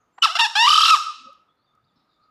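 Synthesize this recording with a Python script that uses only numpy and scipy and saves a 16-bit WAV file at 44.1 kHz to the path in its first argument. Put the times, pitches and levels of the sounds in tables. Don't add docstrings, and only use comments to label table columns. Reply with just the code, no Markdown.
import sys
import numpy as np
from scipy import signal
from scipy.fft import rfft, irfft
from scipy.io import wavfile
from scipy.ndimage import uniform_filter1d, minimum_filter1d

SR = 44100
rng = np.random.default_rng(int(sys.argv[2]) if len(sys.argv) > 2 else 0)


def ratio(d):
    e = np.asarray(d, float) / 20
    return 10 ** e


def int16_out(signal):
    q = np.round(np.clip(np.atleast_2d(signal).T, -1, 1) * 32767)
    wavfile.write(sys.argv[1], SR, q.astype(np.int16))


N = 101430


def at_hz(points, hz):
    points = np.array(points)
    return np.interp(np.log(hz), np.log(points[:, 0]), points[:, 1])


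def rms_one(x):
    return x / np.sqrt(np.mean(x ** 2) + 1e-20)


def drift(rate_hz):
    r = np.exp(-2 * np.pi * rate_hz / SR)
    settle = 9000
    wander = signal.lfilter([1], [1, -2 * r, r * r], rng.standard_normal(N + settle))
    return rms_one(wander[settle:])


def resonance(x, hz, width_hz):
    r = np.exp(-np.pi * width_hz / SR)
    top = np.array([1, 0, -1]) * (1 - r * r) / 2
    return signal.lfilter(top, [1, -2 * r * np.cos(2 * np.pi * hz / SR), r * r], x)


def butter(x, order, hz, kind="low"):
    return signal.sosfilt(signal.butter(order, hz, kind, fs=SR, output="sos"), x)


def coloured(x, db_at):
    hz = np.maximum(np.fft.rfftfreq(len(x), 1 / SR), 1)
    return irfft(rfft(x) * ratio(db_at(hz)), len(x))


def patches(rows):
    t = np.arange(N) / SR
    out = np.zeros(N)
    for s, half, hz, width, db in rows:
        noise = resonance(resonance(rng.standard_normal(N), hz, width), hz, width)
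        noise = rms_one(resonance(noise, hz, 2 * width))
        out += ratio(db + 2.06 * drift(21.2)) * np.exp(-((t - s) / half) ** 2) * noise
    return out


# hz, level_db (per Hz)
AIR_SPECTRUM = [(25, -20), (60, -7.5), (120, -4.5), (260, -5.5), (420, -9), (1000, -9), (4500, -28),
                (8000, -38.5)]
# time_s, level_db
FAR_COCK = [(0, -71.5), (0.149, -73.5), (1.5, -68.5), (1.66, -80.5), (1.779, -66.5), (1.9, -80), (2.1, -69),
            (2.17, -73), (2.3, -72.5)]
AIR_DB, GUST_DB = -73, 2.5
DRONE_HZ, DRONE_WIDTH_HZ = 1250, 62


def background():
    air = rms_one(coloured(rng.standard_normal(N), lambda hz: at_hz(AIR_SPECTRUM, hz)))
    low = butter(air, 2, 300)
    air = ratio(AIR_DB) * (ratio(drift(2)) * (air - low) + ratio(GUST_DB * drift(5.4)) * low)
    drone = resonance(rng.standard_normal(N), DRONE_HZ, DRONE_WIDTH_HZ)
    drone = rms_one(resonance(drone, DRONE_HZ, 5.9 * DRONE_WIDTH_HZ))
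    drone_db = np.interp(np.arange(N) / SR, *np.transpose(FAR_COCK)) + 2.0 * drift(8)
    return air + ratio(drone_db) * drone


# start_s, length_s, from_hz, to_hz, level_db
BIRD_WHISTLES = [(0, 0.031, 6520, 6600, -83.5), (0.124, 0.13, 7160, 7800, -81),
                 (1.478, 0.051, 3500, 3493, -77), (1.582, 0.039, 4000, 4406, -86),
                 (1.617, .025, 3200, 4700, -82), (1.655, 0.071, 3700, 3550, -78.5),
                 (1.635, .03, 4700, 4600, -81.5), (1.835, .025, 3100, 4840, -80),
                 (1.865, 0.0492, 4000, 3580, -81), (1.956, 0.027, 5400, 5334, -82),
                 (2.081, 0.11, 3774, 3600, -79.5), (2.199, 0.07, 4190, 4700, -83),
                 (2.187, 0.19, 1256, 1250, -68)]
BIRD_BLUR, BIRD_WET_DB = 0.027, -2.5


def birds():
    out, blur = np.zeros(N), 1 + BIRD_BLUR * drift(80)
    for s, length, from_hz, to_hz, db in BIRD_WHISTLES:
        i = np.arange(int(max(s, 0) * SR), min(int((s + length) * SR), N))
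        u = np.linspace(0, 1, len(i))
        hz = (from_hz + (to_hz - from_hz) * np.sin(np.pi * u / 2)) * blur[i]
        swell = np.sqrt(np.sin(np.pi * u))
        out[i] += ratio(db + 7.0) * swell * np.sin(2 * np.pi * np.cumsum(hz) / SR)
    return out + ratio(BIRD_WET_DB) * yard(out)


# hz, width_hz, level_db
CLUCK_PEAKS = [(930, 460, 2), (1400, 130, -6.5), (2580, 280, -14.5)]
CLUCK_S, CLUCK_LENGTH_S, CLUCK_DB = 0.185, 0.0045, -44


def cluck():
    t = np.arange(N) / SR
    puff = rng.standard_normal(N) * np.exp(-((t - CLUCK_S) / CLUCK_LENGTH_S) ** 2) + 1e-18
    voiced = sum(ratio(db) * resonance(resonance(puff, hz, w), hz, 2 * w) for hz, w, db in CLUCK_PEAKS)
    return 10 * ratio(CLUCK_DB) * voiced


# time_s, pitch_hz, level_db
SECOND_VOICE = [(0.215, 2995, -74), (0.218, 3048, -50.5), (0.2234, 2989, -10), (.229, 2924, -9.5),
                (0.233, 2940, -18.5), (.242, 2830, -44.5)]
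WHISTLE_OCTAVE_DB = -16


def whistle():
    t, (s, hz, db) = np.arange(N) / SR, np.transpose(SECOND_VOICE)
    phase = 2 * np.pi * np.cumsum(np.interp(t, s, hz)) / SR
    wave = np.cos(phase) + ratio(WHISTLE_OCTAVE_DB) * np.cos(2 * phase)
    return ratio(np.interp(t, s, db, -120, -120)) * wave


# time_s, pitch_hz, level_db, roughness (0-1)
SHORT_NOTES = [
    [(.220, 1348, -53, 0.5), (.226, 1337, -22.5, 0.6), (.236, 1363, -20.5, 0.5), (.249, 1308, -18, .4),
     (.254, 1214, -19.5, 0.3), (.259, 928.7, -23.5, 0.1), (.290, 629.6, -32, 0), (.310, 690.4, -31.5, 0),
     (.345, 798, -43.5, 0.08)],
    [(.350, 639, -48, 0.3), (.353, 698.2, -22, 0.2), (.366, 679.4, -21, 0), (.373, 808, -25.5, 0.1),
     (.383, 901, -44, 0.4)],
    [(.386, 926, -39, 0.2), (.390, 891.4, -20.5, 0.4), (.406, 957.4, -18, 0.36), (.418, 884.4, -17, 0.04),
     (.435, 933, -18, 0), (.456, 820, -19.5, 0.1), (.467, 934, -23.5, 0.05), (.474, 1010, -48, 0.25)],
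]
# time_s, pitch_hz, level_db, roughness (0-1)
LONG_NOTE = [
    [(.551, 760, -52.5, 0.28), (.554, 782, -19, 0.1), (.570, 839.7, -18, 0.11), (.606, 909.7, -15.5, 0),
     (.640, 954.4, -17, 0.02), (.668, 996, -17, 0.16), (.673, 1210, -19.5, 0.2)],
    [(.680, 1210, -17.5, 0.5), (.760, 1280, -18.5, 0.36), (.850, 1330, -18.5, 0.38),
     (.895, 1375, -19, 0.36), (.908, 1289, -11.5, 0.5), (.918, 1307, -20.5, 0.11),
     (.942, 1215, -20.5, 0.15), (.949, 1118, -25.5, 0.35), (.975, 739, -37.5, 0.28)],
]
# time_s, slide_hz, upper_register_hz, upper_share (of each cycle)
WARBLE_COURSE = [(0.595, 3, 1490, 0), (0.638, 28, 1490, 0), (0.680, 39, 1490, 0), (.686, 50, 1490, .45),
                 (0.844, 70, 1620, .45), (0.852, 48, 1600, .2), (0.888, 40, 1560, .2), (.894, 25, 1560, 0),
                 (0.931, 3, 1560, 0)]
# hz, width_hz, level_db
THROAT_PEAKS = [(886, 690, -11), (1219, 158.4, 9.5), (1653, 780, -5.5), (2853, 374, 2), (3600, 320, -0.5),
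                (3870, 260, -1.5), (4728, 500, -5.5), (5511, 230, -4), (7150, 1400, -20.5),
                (9570, 1900, -25.5), (15160, 760, -39)]
# hz, width_hz, removed (share)
THROAT_NOTCHES = [(1402.5, 160, 1), (2250, 740, 0.27), (4580, 180, 0.628)]
THROAT_CUT_HZ = 590
WARBLE_PER_S, WARBLE_LOW_S, WARBLE_WANDER = 38.7, 0.778, 0.015
RIPPLE_PER_S, RIPPLE_LOW_S, RIPPLE_END_S = 52.6, 0.637, 0.675
REGISTER_HZ, REGISTER_LOSS_DB = 1485, -23
UPPER_SAG_HZ, UPPER_DB = 220, 3
UPPER_STEADY = 0.61
LOW_OCTAVE_DB, FLIP_LOSS_DB = -9, -9
JITTER, SHIMMER_DB, BREATH_DB, RASP = 0.034, 11.5, -1.5, 2.5
TILT_DB, FRAY = -2.5, 0.011
SMEAR, TOP_SMEAR = 0.6, 0.003


def cock():
    t = np.arange(N) / SR
    rows, warble = np.concatenate(SHORT_NOTES + LONG_NOTE), np.array(WARBLE_COURSE)
    hz, db, rough = (np.interp(t, rows[:, 0], rows[:, k]) for k in range(1, 4))
    slide, upper, share = (np.interp(t, warble[:, 0], warble[:, k]) for k in range(1, 4))
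    silent = (t < rows[0, 0]) | (t > rows[-1, 0])
    silent |= (t > SHORT_NOTES[-1][-1][0]) & (t < LONG_NOTE[0][0][0])

    turn = (WARBLE_PER_S * (t - WARBLE_LOW_S) + WARBLE_WANDER * drift(40)) % 1
    turn = np.where(t < RIPPLE_END_S, RIPPLE_PER_S * (t - RIPPLE_LOW_S) % 1, turn)
    high = turn > 1 - share
    upper = upper - UPPER_SAG_HZ * np.clip((turn - 0.86) / 0.06, 0, 1)
    hz = np.where(high, upper, hz - slide * np.cos(2 * np.pi * turn))

    high = np.maximum(uniform_filter1d(1.0 * high, size=90), np.clip((hz - REGISTER_HZ) / 60, 0, 1))
    rough = rough * (1 - UPPER_STEADY * high * (share > 0.2))
    pitch_speed = np.abs(np.gradient(uniform_filter1d(hz, size=60)))
    flip = np.clip(pitch_speed / 2.5, 0, 1) * (share > 0)
    weak = LOW_OCTAVE_DB * (1 - high) * np.clip(share / 0.4, 0, 1)
    closing = uniform_filter1d(2 * share * np.clip((turn - 0.28) / 0.2, 0, 1), size=90)
    choke = REGISTER_LOSS_DB * np.maximum(high, closing)

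    hz = uniform_filter1d(hz, size=30) * (1 + JITTER * rough * drift(250))
    phase = 2 * np.pi * np.cumsum(hz) / SR
    rasp = RASP * rough * np.cos(phase / 3)
    tone = np.zeros(N)
    for k in range(1, 22):
        level = TILT_DB * np.log2(k) + SHIMMER_DB * (rough + FRAY * k) * min(k / 2, 1) * drift(200)
        level = level + choke * (k == 1) + (weak * (k == 2) + FLIP_LOSS_DB * flip) * (k > 1)
        smear = (SMEAR * rough * (k > 1) + TOP_SMEAR * k ** 2) * drift(270)
        overtone = ratio(level) * np.cos(k * phase + smear)
        tone += overtone * (1 + rasp * min((k - 0.7) / 2, 1)) * (k * hz < 0.45 * SR)

    hiss = signal.lfilter([1, -0.8], [1], rng.standard_normal(N))
    breath = ratio(BREATH_DB) * 4 * (rough + FRAY) * hiss * (1 + np.cos(phase))
    source = ratio(db + UPPER_DB * high) * ~silent * (tone + breath) + 1e-18

    out = np.zeros(N)
    for k, (f, width, gain_db) in enumerate(THROAT_PEAKS):
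        out += (-1) ** k * ratio(gain_db) * resonance(source, f, width)
    for f, width, removed in THROAT_NOTCHES:
        out = out - removed * resonance(out, f, width)
    return -2 * butter(out, 6, THROAT_CUT_HZ, "high")


# hz, t60_s
YARD_DECAY = [(500, 0.95), (1250, 0.48), (3000, 1.1), (7000, 0.62), (11000, .42), (16000, .34)]
# hz, level_db
YARD_TONE = [(500, -4), (1250, 6.5), (2800, -2.5), (7000, 10), (16000, 10)]
YARD_DB, YARD_RISE_S, YARD_END_S = -11, 0.0071, 0.44


def yard(x):
    t, tail = np.arange(SR) / SR, np.zeros(SR)
    edges = 300 * 2 ** np.arange(0, 6.1, 0.5)
    for low, high in zip(edges, edges[1:]):
        band = butter(rng.standard_normal(SR), 3, [low, high], "band")
        hz = np.sqrt(low * high)
        tail += band * ratio(at_hz(YARD_TONE, hz) - 60 * t / at_hz(YARD_DECAY, hz))
    tail = tail * (1 - np.exp(-t / YARD_RISE_S)) * np.exp(-(t / YARD_END_S) ** 3)
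    return signal.fftconvolve(x, tail / np.sqrt(np.sum(tail ** 2)))[:N]


# delay_s, level_db
FAR_RETURNS = [
    (.05, -23),
    (.16, -18),
    (.355, -35),
    (.41, -42.5),
    (.5, -53.5),
]
ECHO_BLUR_S, ECHO_HZ, ECHO_WIDTH_HZ = 0.02, 1260, 260


def echoes(x):
    taps, t = np.zeros(SR), np.arange(SR) / SR
    for s, db in FAR_RETURNS:
        burst = rng.standard_normal(SR) * np.exp(-((t - s) / ECHO_BLUR_S) ** 2)
        taps += ratio(db) * burst / np.sqrt(np.sum(burst ** 2))
    return signal.fftconvolve(resonance(x, ECHO_HZ, ECHO_WIDTH_HZ), taps)[:N]


SLAP_S, SLAP_DB, SLAP_CUT_HZ = 0.051, -23, 6000


def slap(x):
    late = np.concatenate([np.zeros(int(SLAP_S * SR)), x])[:N]
    return ratio(SLAP_DB) * butter(late, 2, SLAP_CUT_HZ)


# time_s, half_length_s, hz, width_hz, level_db
SHUFFLES = [
    (1.19, 0.028, 250.2, 60, -67.5),
    (1.245, 0.048, 251, 88.1, -64),
    (1.285, 0.025, 549, 49.8, -58),
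    (1.38, 0.019, 542, 60.3, -76),
    (1.83, 0.093, 110.1, 70, -75),
    (1.97, 0.083, 159.2, 146, -74.5),
    (2.275, .025, 257, 50, -74.5),
]
# time_s, level_db
CREAKS = [
    (1.331, -63),
    (1.555, -82),
    (1.752, -71),
]
TICK_T60_S, TICK_HZ = 0.01, 5785


def steps():
    t = np.arange(N) / SR
    decay = sum(ratio(db - 60 * np.abs(t - s) / TICK_T60_S) * (t > s) for s, db in CREAKS)
    ticks = decay * rng.standard_normal(N)
    return patches(SHUFFLES) + 2 * resonance(ticks + 1e-18, TICK_HZ, 7000)


# time_s, half_length_s, hz, width_hz, level_db
SPARROW_CALLS = [(1.52, 0.083, 4050, 599, -93), (1.88, 0.068, 4608, 601.4, -85),
                 (2.0, 0.049, 3860, 1330, -74), (2.0, 0.052, 4900, 370, -84),
                 (2.125, 0.041, 4700, 500, -80), (2.12, 0.07, 3950, 730, -79.5), (1.6, .03, 4200, 500, -80),
                 (1.71, 0.046, 6500, 300, -94), (2.24, 0.043, 4260, 1000, -79),
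                 (1.898, 0.052, 7120, 302.3, -98), (2.2, 0.13, 7000, 600, -97.5)]


def sparrows():
    return patches(SPARROW_CALLS)


def scene():
    crow = cock() + whistle() + cluck()
    answer = ratio(YARD_DB) * yard(crow) + echoes(crow) + slap(crow)
    around = birds() + sparrows() + steps() + background()
    return (crow + answer + around)[None]


def top_cut(x):
    return signal.sosfilt(signal.butter(12, 16270, fs=SR, output="sos"), x)


CEILING, CUTOFF_HZ = 0.7, 16150


def record(dry):
    gain = minimum_filter1d(np.minimum(1, CEILING / (np.abs(dry) + 1e-9)), size=301)
    held = dry * uniform_filter1d(uniform_filter1d(gain, size=150), size=150)
    mix = signal.sosfilt(signal.cheby2(12, 60, CUTOFF_HZ, fs=SR, output="sos"), held)
    return top_cut(mix)


dry = scene()
out = record(dry)
int16_out(out)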